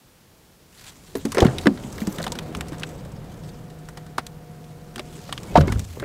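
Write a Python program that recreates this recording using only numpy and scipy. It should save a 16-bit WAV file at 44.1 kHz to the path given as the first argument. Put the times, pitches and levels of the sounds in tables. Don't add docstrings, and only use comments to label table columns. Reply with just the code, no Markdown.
import sys
import numpy as np
from scipy import signal
from scipy.io import wavfile

SR = 44100
rng = np.random.default_rng(int(sys.argv[2]) if len(sys.argv) > 2 else 0)


def materialize(psi):
    bounded = np.clip(np.atleast_2d(psi).T, -1, 1)
    quanta = np.round(bounded * 32767).astype(np.int16)
    wavfile.write(sys.argv[1], SR, quanta)


def volts_from_db(level):
    exponent = np.asarray(level, float) / 20
    return 10 ** exponent


N = 266760
TIME = np.arange(N) / SR


def noise():
    return rng.standard_normal(N)


def rms_one(x):
    return x / np.sqrt(np.mean(x ** 2) + 1e-20)


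def bandpass(x, low_hz, high_hz):
    return signal.sosfilt(signal.butter(2, [low_hz, high_hz], "band", fs=SR, output="sos"), x)


def in_time(rows):
    s, *columns = np.transpose(rows)
    return [np.interp(TIME, s, column) for column in columns]


def drift(rate_hz):
    pole = np.exp(-80 * np.pi * rate_hz / SR)
    white = rng.standard_normal(N // 40 + 2002)
    slow = signal.lfilter([1], [1, -2 * pole, pole * pole], white)[2000:]
    return np.interp(np.arange(N) / 40, np.arange(len(slow)), rms_one(slow))


def swell(s, rise_s, fall_s, peak_db, fade_db):
    before = (s - TIME) / max(rise_s, .01)
    after = (TIME - s) / max(fall_s, .01)
    return volts_from_db(peak_db - fade_db * np.maximum(before, after))


def rubs(rows):
    return [swell(*row, 13) for row in rows]


def ring(x, hz, t60_s):
    decay = volts_from_db(-60 / (max(t60_s, .003) * SR))
    turn = 2 * np.pi * hz / SR
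    return signal.lfilter([0, np.sin(turn)], [1, -2 * decay * np.cos(turn), decay * decay], x)


def coloured(white, spectrum, patchy_db=0, rate_hz=10):
    hz, level_db = np.transpose(spectrum)
    octaves = np.log2(min(hz[-1], .44 * SR) / hz[0])
    lows = hz[0] * 2 ** np.arange(0, octaves + .01, .4)
    highs = np.append(lows[1:], min(hz[-1] * 1.05, .45 * SR))
    out = 0
    for k, (low, high) in enumerate(zip(lows, highs)):
        band = bandpass(white[k % 2], low, high + 1)
        flicker_db = patchy_db * drift(rate_hz) if patchy_db else 0
        band_db = np.interp(np.log(low * high) / 2, np.log(hz), level_db)
        out = out + band * volts_from_db(band_db + flicker_db)
    return rms_one(out)


def add(out, s, sound, peak_db):
    at = max(round(s * SR), 0)
    sound = sound[:N - at]
    out[at:at + len(sound)] += sound * volts_from_db(peak_db) / np.abs(sound).max()


def blows(events, second_db, contact_cycles, rough):
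    out = np.zeros(N)
    for s, peak_db, hz, second_hz, t60 in events:
        t = np.arange(int(min(t60 + .03, .5) * SR)) / SR
        push = t * np.exp(-t * hz / contact_cycles)
        second = ring(push, second_hz, t60) * (second_hz / hz) ** 2
        sound = ring(push, hz, t60) + volts_from_db(second_db) * second
        lowest_hz = 1.34 * min(hz, second_hz)
        sound = signal.sosfilt(signal.butter(2, lowest_hz, "high", fs=SR, output="sos"), sound)
        rasp = bandpass(rng.standard_normal(SR // 2)[:len(t)], hz, 3 * hz)
        rasp = rms_one(rasp) * volts_from_db(-60 * t / (0.78 * t60)) * np.minimum(t * hz, 1)
        add(out, s, sound / np.abs(sound).max() + rough * rasp, peak_db)
    return out


def knocks():
    # (time [s], peak level [dB], strong mode [Hz], weak mode [Hz], t60 [s])
    opening = [(1.152, -17, 396, 446, 0.11), (1.156, -21, 273.5, 220, 0.13), (1.251, -13.5, 225, 275, 0.15),
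               (1.347, -22, 463, 187, 0.03), (1.371, -10, 424, 384, 0.13), (1.384, -6.5, 490, 375, 0.021),
               (1.397, -19, 390, 268, 0.043), (1.42, -3.5, 361, 479, 0.064), (1.425, -6, 302, 760, 0.048),
               (1.43, -12, 605, 850, 0.022), (1.4535, -1, 175, 226, 0.036), (1.447, -12, 369, 433, 0.14),
               (1.478, -18, 205, 230, 0.049), (1.658, -9.5, 360, 331, 0.16), (1.669, -1.5, 214, 276, 0.11),
               (1.669, -8, 528, 325, 0.027), (1.7, -19, 191, 246, 0.25), (1.845, -24.5, 206, 234, 0.24)]
    leaning = [(2.018, -17, 217, 203, .11), (2.075, -12.5, 197, 305, 0.074), (2.184, -25, 166, 208, 0.21),
               (2.266, -20, 219, 772, 0.055), (2.32, -24.5, 515, 950, 0.047), (2.549, -28, 185, 407, 0.32),
               (2.572, -21.5, 174, 212, 0.093), (2.72, -23.5, 300, 260, 0.057),
               (4.1832, -7, 1140, 794, 0.0036), (4.1835, -21, 745, 560, 0.041),
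               (4.184, -25, 250, 355, 0.041), (4.961, -31, 237.5, 372.4, 0.33),
               (4.995, -25, 376, 607, 0.055), (5.2925, -26, 700, 1210, 0.013)]
    closing = [(5.5545, -8, 935, 400, 0.033), (5.562, -7.5, 697, 316, 0.1), (5.5778, -1, 210, 302, 0.035),
               (5.609, -15, 551, 210, 0.096), (5.676, -16, 378, 323, 0.08), (5.70, -20.5, 178, 280, 0.066),
               (5.722, -19.5, 151, 235, 0.12), (5.9725, -27, 405, 486, 0.047),
               (6.0255, -19.5, 407, 570, 0.055), (6.0468, -15.5, 250, 486, .12)]
    return (blows(opening, -5.0, contact_cycles=0.13, rough=.17)
            + blows(leaning, -14, contact_cycles=0.1, rough=.17)
            + blows(closing, -2.7, contact_cycles=0.33, rough=.17))


def thuds():
    # (time [s], peak level [dB], strong mode [Hz], weak mode [Hz], t60 [s])
    shoves = [
        (1.424, -6.5, 102, 51, 0.029),
        (1.475, -13.5, 133, 84.5, 0.18),
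        (1.55, -29.5, 85, 51.7, 0.62),
        (2.55, -31, 65.5, 79.6, 0.77),
        (5.588, -5, 96.6, 156, 0.061),
        (5.61, -11.5, 90, 43.2, 0.17),
        (5.695, -17.5, 57.4, 100.5, 0.44),
        (5.752, -12.5, 73.3, 100, 0.24),
        (5.8, -30, 95, 80.3, 0.37),
        (5.88, -32, 83.8, 54, 0.91),
    ]
    return blows(shoves, -3.5, contact_cycles=0.16, rough=.22)


def ticks():
    # (time [s], peak level at 2-5 kHz [dB], treble [dB], body [dB])
    handle = [(1.1532, -28, -1, -5), (1.2525, -26.5, 4, -2), (1.3193, -23, 2.5, -2.5),
              (1.3465, -29, 5.5, 7), (1.3706, -29.5, -14, 7), (1.382, -19, -2.5, 5), (1.4215, -28, -24, -2),
              (1.4483, -31, 4, 10), (1.657, -25.5, -8, 7), (1.634, -40, 2, 5), (1.6715, -47, -22, -2),
              (1.7745, -35.5, -19, 2.5)]
    trim = [(1.98, -32.5, -5, 1), (2.0037, -31, -4, -9), (2.0185, -39, 0, 6), (2.1835, -32, 1.5, 6),
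            (2.2, -33.5, -12, 8), (2.2178, -33.5, 3.5, -9), (2.241, -30.5, 4, 3), (2.3535, -30, -5, -2),
            (2.5685, -41, 9, -5), (2.683, -41, 7, -11), (2.525, -47, 2, -8), (2.668, -44, -8, -5),
            (2.7207, -41, -6, 9), (2.73, -44.5, 2, 9), (2.744, -46, -5, 11), (2.81, -48, -8, 10),
            (2.797, -36.5, 4, -13), (2.822, -41, -10, 12), (3.05, -42.5, 3, 1), (3.2424, -51, 4, -5),
            (3.3194, -44.5, -1, -11), (3.4364, -44, -2, -2), (3.701, -44.5, 1, -4), (3.8872, -39, 5, 8),
            (3.9725, -35.5, 0.5, 6.5), (4.0646, -45, 4.5, 4), (4.1807, -24, 1, 4.5),
            (4.1828, -28.5, -12, -2), (4.6418, -45, -1, -22), (4.9803, -30.5, -7, 2),
            (5.2944, -37.5, -14, 1)]
    switch = [(1.404, -15.5, -3.5, -2), (1.5834, -17, -6.5, -29), (1.837, -33.5, -18, -16),
              (2.2276, -39, 13, -20), (2.266, -21, -8, -5), (2.2776, -37, 6, 9), (2.388, -21, -6, -5.5),
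              (2.5496, -21, -10, -3), (2.6085, -24.5, 1, 2.5), (2.8335, -20.5, -15, -5),
              (3.489, -41, -1, -13), (4.2661, -29, 2.5, -9), (4.9587, -27.5, -3.5, 0),
              (4.9942, -25.5, -6, 1), (5.3258, -17.5, -3.5, -3), (5.3775, -22, -11, -6.5)]
    stud = [(1.926, -43.5, 13.5, -9), (2.071, -32, 8.6, 4.5), (2.124, -45, 12.7, -11), (2.16, -47, 13, -14),
            (2.3201, -31, 13.4, -19), (2.783, -39, 5, -13), (2.148, -44, 8, -10), (2.302, -48, 5.6, -10),
            (2.735, -56, 5.3, -7), (2.89, -47, 10, -12), (2.692, -49, 5, -10), (3.0, -53, 6, -10),
            (3.1187, -52, 9, -12), (3.3736, -57, 8, -12), (3.4744, -52, 8, -12), (3.5886, -56, 5.5, -10),
            (3.7877, -54, 7.6, -12), (3.8555, -55, 7, -12), (5.515, -46, 8, -5), (5.673, -41, 9.1, -8),
            (5.698, -49, 10, -3), (5.4323, -40, 10.6, 2), (5.7932, -30.5, 5.2, -8)]
    striker = [(5.5572, -25, -12, 10), (5.5709, -22, -21, -8), (5.5738, -20, -20, -8),
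               (5.61, -34, -8, 11.5), (5.68, -27, -11, 4), (5.7185, -37, -4, 3), (5.7219, -27.5, 2.5, 3.5),
               (5.9983, -32.5, 0, 3.5), (6.0225, -47, -9, 14), (6.0365, -53, -22, 9),
               (6.0472, -40, -20, 13)]
    clack = [
        (1.4661, -20.5, -11, -3),
        (1.6695, -17, -2.5, 5),
    ]
    # (frequency [Hz], level [dB per Hz])
    crack = [(5000, -1), (6500, -2), (8200, -1), (10500, -8), (13000, -13), (16500, -19)]
    # (ticks, ring [Hz], t60 [s])
    parts = [(handle, 2160, 0.049), (trim, 1960, 0.051), (switch, 3760, 0.031),
             (stud, 8400, 0.047), (striker, 2100, 0.042), (clack, 1800, 0.027)]
    out = np.zeros(N)
    t = np.arange(2400) / SR
    white = rng.standard_normal((2, N))
    low = bandpass(white[0], 480, 2300)
    mid = bandpass(white[1], 2200, 5000)
    top = coloured(white, crack)
    contact = 0.85 * volts_from_db(-60 * t / 0.0036)
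    cabin_tail = 0.012 * volts_from_db(-60 * t / 0.06)
    attack = np.minimum(t / .0004, 1)
    for events, hz, t60 in parts:
        for s, peak_db, treble_db, body_db in events:
            at = min(round(s * SR), N - len(t))
            for spray, level_db, lasting in (low, body_db, 1.2), (mid, 0, 1), (top, treble_db, .8):
                fall = volts_from_db(-60 * t / max(t60 * lasting, .004)) + cabin_tail + contact
                burst = spray[at:at + len(t)] * fall * attack
                caught = 0.8 * ring(burst, hz, .004) / np.sqrt(.004 * SR)
                add(out, s, burst + caught, peak_db + level_db + 0.46)
    return out


def pings():
    # (time [s], peak level [dB], pitch [Hz], t60 [s])
    flicks = [(1.17, -37, 90, .2), (1.326, -28, 1100, .03), (1.3275, -30, 5200, .02),
              (1.353, -28, 610, 0.022), (1.3705, -20, 1800, .02), (1.371, -26, 5400, .025),
              (1.3828, -17, 5630, .02), (1.391, -29, 5300, .015), (1.404, -13, 5860, .02),
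              (1.407, -12.5, 3460, .025), (1.4205, -25, 5460, .025), (1.424, -27, 1880, .03),
              (1.4335, -18, 690, 0.02), (1.4492, -21, 1510, .02), (1.484, -24, 1590, .05),
              (1.6689, -7, 1730, 0.014), (1.671, -14, 3800, .02), (1.984, -28, 1890, .03),
              (2.017, -30, 2030, .03), (2.185, -23, 3460, .012), (2.19, -39, 1320, 0.014),
              (2.2005, -25.5, 605, 0.031), (2.208, -29, 1490, .025), (2.228, -21.5, 4240, .02),
              (2.2405, -25, 1760, 0.032), (2.24, -22, 3880, .02), (2.266, -25, 920, 0.024),
              (2.269, -24, 3400, .015), (2.28, -27, 4100, .025), (2.281, -29, 790, 0.013),
              (2.321, -22, 3830, 0.022), (2.354, -31.5, 1490, .03), (2.548, -30, 1370, .03),
              (2.609, -39, 1380, 0.036), (2.8352, -22, 1790, .016), (2.833, -20.5, 3000, .025),
              (4.2677, -26, 4000, 0.049), (5.322, -37, 1150, 0.033), (5.578, -10.5, 240, 0.026),
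              (5.609, -24, 1530, .03), (5.689, -28, 880, 0.036), (5.723, -30, 1120, 0.022),
              (5.7245, -24, 2030, .03), (5.758, -33.5, 1420, .03), (5.794, -35, 1410, .04),
              (5.969, -36, 870, 0.012), (5.9987, -28, 3770, .012), (6.027, -26.5, 1550, .015),
              (6.0363, -29, 2110, 0.011), (6.0472, -23.5, 2460, 0.009),
              (1.1535, -28, 630, 0.023), (1.2516, -19, 380, 0.049), (1.215, -36, 150, .1),
            (1.374, -21, 1200, .03), (1.387, -20, 1100, .03), (1.4262, -13.5, 900, 0.025),
            (1.467, -23, 3260, .015), (1.658, -26, 1880, .015), (2.267, -21.5, 1200, 0.021),
            (2.3025, -21, 290, 0.011), (2.3228, -23, 4100, .015), (2.69, -44, 2200, .015),
            (5.558, -14, 1500, .02), (5.581, -10, 530, 0.056), (5.576, -15, 1060, .025),
            (5.584, -16, 1400, 0.024), (3.973, -38, 820, .02), (1.6765, -26, 2580, .012)]
    out = np.zeros(N)
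    for s, peak_db, hz, t60 in flicks:
        t60 = min(t60, 30 / hz)
        t = np.arange(int(t60 * SR) + 50) / SR
        push = t * np.exp(-t * hz / 0.13)
        neighbours = ring(push, 1.17 * hz, t60) + ring(push, .86 * hz, t60)
        add(out, s, ring(push, hz, t60) - .7 * neighbours, peak_db)
    return out


def latch():
    # (time [s], pitch [Hz], level [dB])
    claw = [
        (5.5535, 560, -27),
        (5.557, 545, 0.5),
        (5.562, 804, -6.5),
        (5.568, 850, -8.5),
        (5.574, 956, -12.5),
        (5.581, 1034, -14.5),
        (5.587, 1090, -21),
    ]
    # (time [s], length [s], pitch [Hz], peak level [dB])
    squeaks = [
        (5.467, 0.056, 2230, -49),
        (5.512, 0.016, 2570, -45),
        (5.672, 0.029, 2180, -32.5),
        (5.692, 0.028, 1470, -35),
    ]
    hz, level_db = in_time(claw)
    phase = 2 * np.pi * np.cumsum(hz * (1 + 0.079 * drift(228.0))) / SR
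    inside = (TIME > claw[0][0]) & (TIME < claw[-1][0])
    out = inside * volts_from_db(level_db) * (np.sin(phase) + 0.2 * np.sin(1.27 * phase))
    for s, length, squeak_hz, peak_db in squeaks:
        t = np.arange(int(length * SR)) / SR
        add(out, s, np.hanning(len(t)) * np.sin(2 * np.pi * squeak_hz * t), peak_db)
    return out


def scrape():
    # (time of strongest rub [s], swell [s], release [s], level [dB])
    strokes = [
        (1.39, 0.02, 0.011, -49),
        (1.428, 0.015, 0.11, -41),
        (2.23, 0.044, 0.036, -49),
        (5.578, 0.018, .004, -25.5),
        (5.61, .008, .012, -34),
    ]
    grit = noise() * volts_from_db(5.0 * drift(150))
    return rms_one(bandpass(grit, 1000, 5000)) * sum(rubs(strokes))


def cloth():
    # (time of strongest rub [s], swell [s], release [s], level [dB])
    moves = [(.8, 0.064, 0.23, -47.5), (.885, 0.1, 0.034, -44), (1.2, 0.29, 0.068, -49),
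             (1.42, 0.2, 0.11, -42.5), (1.62, 0.28, 0.12, -46.5), (1.9, 0.41, .3, -49),
             (2.18, 0.53, 0.23, -49.5), (2.45, 0.33, 0.39, -53), (2.75, 0.39, 0.31, -57),
             (2.9, 0.13, 0.16, -53.5), (3.46, 0.44, 0.21, -58), (3.95, 1, 0.53, -63),
             (4.65, 0.55, 0.33, -64.5), (5.2, .2, 0.33, -49.5), (5.5, 0.67, 0.18, -51.5),
             (5.76, 0.18, 0.19, -48.5), (5.94, 0.19, 0.19, -49.5)]
    # (time [s], swell [s], release [s], level [dB])
    brushes = [
        (1.172, 0.01, 0.019, -43),
        (2.02, .06, .03, -49.5),
        (2.13, 0.045, 0.042, -48),
        (2.24, .05, .04, -56),
        (5.6, .012, 0.014, -44),
        (5.58, .01, .015, -55),
        (5.94, .05, .08, -62),
    ]
    # (time of strongest rub [s], swell [s], release [s], level [dB], hiss pitch [Hz])
    folds = [(2.74, .03, .03, -56, 5300), (2.87, .03, 0.13, -54, 7800), (2.89, .02, 0.028, -54, 5000),
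             (2.995, .02, .02, -55, 5000), (3.05, .02, .03, -61, 3500), (3.165, .03, .03, -55, 5030),
             (3.265, .015, .015, -57, 5000), (3.32, .03, .03, -59, 3100), (3.325, .03, 0.026, -62, 6300),
             (3.445, .02, .02, -51, 5200), (3.45, .02, .04, -57, 8000), (3.495, .015, 0.013, -50, 4560),
             (3.55, .025, 0.022, -56, 5300)]
    # (frequency [Hz], level [dB per Hz])
    nylon = [(700, -7), (1200, -6), (2360, -5), (4050, -4), (4900, -7), (7770, -5.5), (10000, -13),
             (12400, -14), (16000, -24)]
    still_db = -69
    rubbing = np.sqrt(volts_from_db(still_db) ** 2 + sum(gain ** 2 for gain in rubs(moves)))
    snaps_per_s, snap_db = 7, -47
    snaps = (rng.random(N) < snaps_per_s / SR) * volts_from_db(snap_db) * rng.random(N)
    snaps = signal.lfilter([1], [1, -volts_from_db(-60 / (.008 * SR))], snaps)
    snaps = snaps * (TIME > 1.8) * (TIME < 3.85)
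    grains = rng.standard_normal((2, N)) * (volts_from_db(2.6 * drift(110)) + snaps / rubbing)
    rustle = coloured(grains, nylon, patchy_db=1.8, rate_hz=14)
    silk = rms_one(bandpass(grains[0], 7500, 15000))
    out = rubbing * rustle + sum(rubs(brushes)) * silk
    for *rub, hz in folds:
        out = out + swell(*rub, 13) * rms_one(ring(grains[1], hz, 9.0 / hz))
    return out


def motor():
    # (time [s], level [dB])
    load = [
        (1.9, -54),
        (2.2, -60),
        (2.3, -42.5),
        (2.8, -40.5),
        (3.1, -46),
        (3.75, -44),
        (4.9, -44.5),
        (5.25, -46),
        (5.45, -46.5),
    ]
    # (pitch [Hz], level [dB], wander [Hz])
    gears = [
        (483, 2, 5.0),
        (635, -9, 3.0),
        (716, 1, .8),
        (955, -16, 5.0),
        (1440, -17, 5.0),
    ]
    hum_db, = in_time(load)
    whine_db = -54.5 + 1.2 * (hum_db + 44.0)
    running = np.interp(TIME, [1.7, 1.9, 5.4, 5.5], [0, 1, 1, 0])
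    hum_hz = 155.9 + 1.1 * drift(6)
    hum = np.sqrt(2) * np.sin(2 * np.pi * np.cumsum(hum_hz) / SR)
    hum = hum * volts_from_db(hum_db + 1.3 * drift(10))
    whine = 0
    for hz, level_db, width_hz in gears:
        phase = 2 * np.pi * np.cumsum(hz + width_hz * drift(10.8)) / SR
        whine = whine + np.sin(phase) * volts_from_db(level_db + 1.2 * drift(7.5))
    whirr = rms_one(bandpass(noise(), 800, 2000)) * volts_from_db(hum_db - 18 + 0.59 * drift(24))
    return running * (hum + whine * volts_from_db(whine_db) + whirr)


def air():
    # (time [s], level [dB])
    outdoors = [(0, -62.5), (.7, -59.5), (1.14, -51.5), (1.33, -43.5), (1.41, -20), (1.55, -33),
                (1.79, -40.5), (2.17, -35.5), (2.6, -37.5), (3.0, -40.5), (3.9, -48), (4.8, -49),
                (5.3, -45), (5.5, -39.5), (5.63, -28), (5.78, -42), (5.9, -55), (6.05, -34.5)]
    # (frequency [Hz], level [dB per Hz])
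    boom_colour = [(12, -41), (20, -22), (38, -13), (102, -14), (151, -7.5), (165, -12.5), (200, -9.5),
                   (260, -42), (440, -120)]
    # (frequency [Hz], level [dB per Hz])
    wash_colour = [(110, -14), (190, 0.5), (300, -0.5), (480, -3), (750, -9.5), (1200, -15.5),
                   (1900, -22.5), (3000, -27.5), (4500, -36)]
    wash_db, = in_time(outdoors)
    boom_db = np.minimum(8 - 49.5 + 1.21 * (wash_db + 50.0), -33)
    slam = swell(5.6, 0.066, 0.55 / 3, -10.5, 23.0)
    boom = coloured(rng.standard_normal((2, N)), boom_colour, patchy_db=0.5, rate_hz=8.7)
    wash = coloured(rng.standard_normal((2, N)), wash_colour, patchy_db=1.6, rate_hz=12.4)
    return (volts_from_db(boom_db) + slam) * volts_from_db(-6.0) * boom + volts_from_db(wash_db - 1.63) * wash


def scene():
    door = knocks() + thuds() + ticks() + pings() + latch() + scrape()
    return (door + cloth() + motor() + air())[None]


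def top_cut(x):
    return signal.sosfilt(signal.butter(12, 16510, fs=SR, output="sos"), x)


def record(dry):
    # (frequency [Hz], level [dB per Hz])
    hiss_colour = [(18, -36), (30, 3), (134, -1), (1460, -11.5), (2170, -13.5), (4080, -15), (5450, -15.5),
                   (8080, -18.5), (14800, -18.5), (16000, -23)]
    hiss = volts_from_db(-50.5 - 6.0) * coloured(rng.standard_normal((2, N)), hiss_colour)
    mix = np.clip(dry + hiss, -.99, .99)
    mix = signal.sosfilt(signal.cheby2(12, 21, 15900, fs=SR, output="sos"), mix)
    return top_cut(mix)


dry = scene()
out = record(dry)
materialize(out)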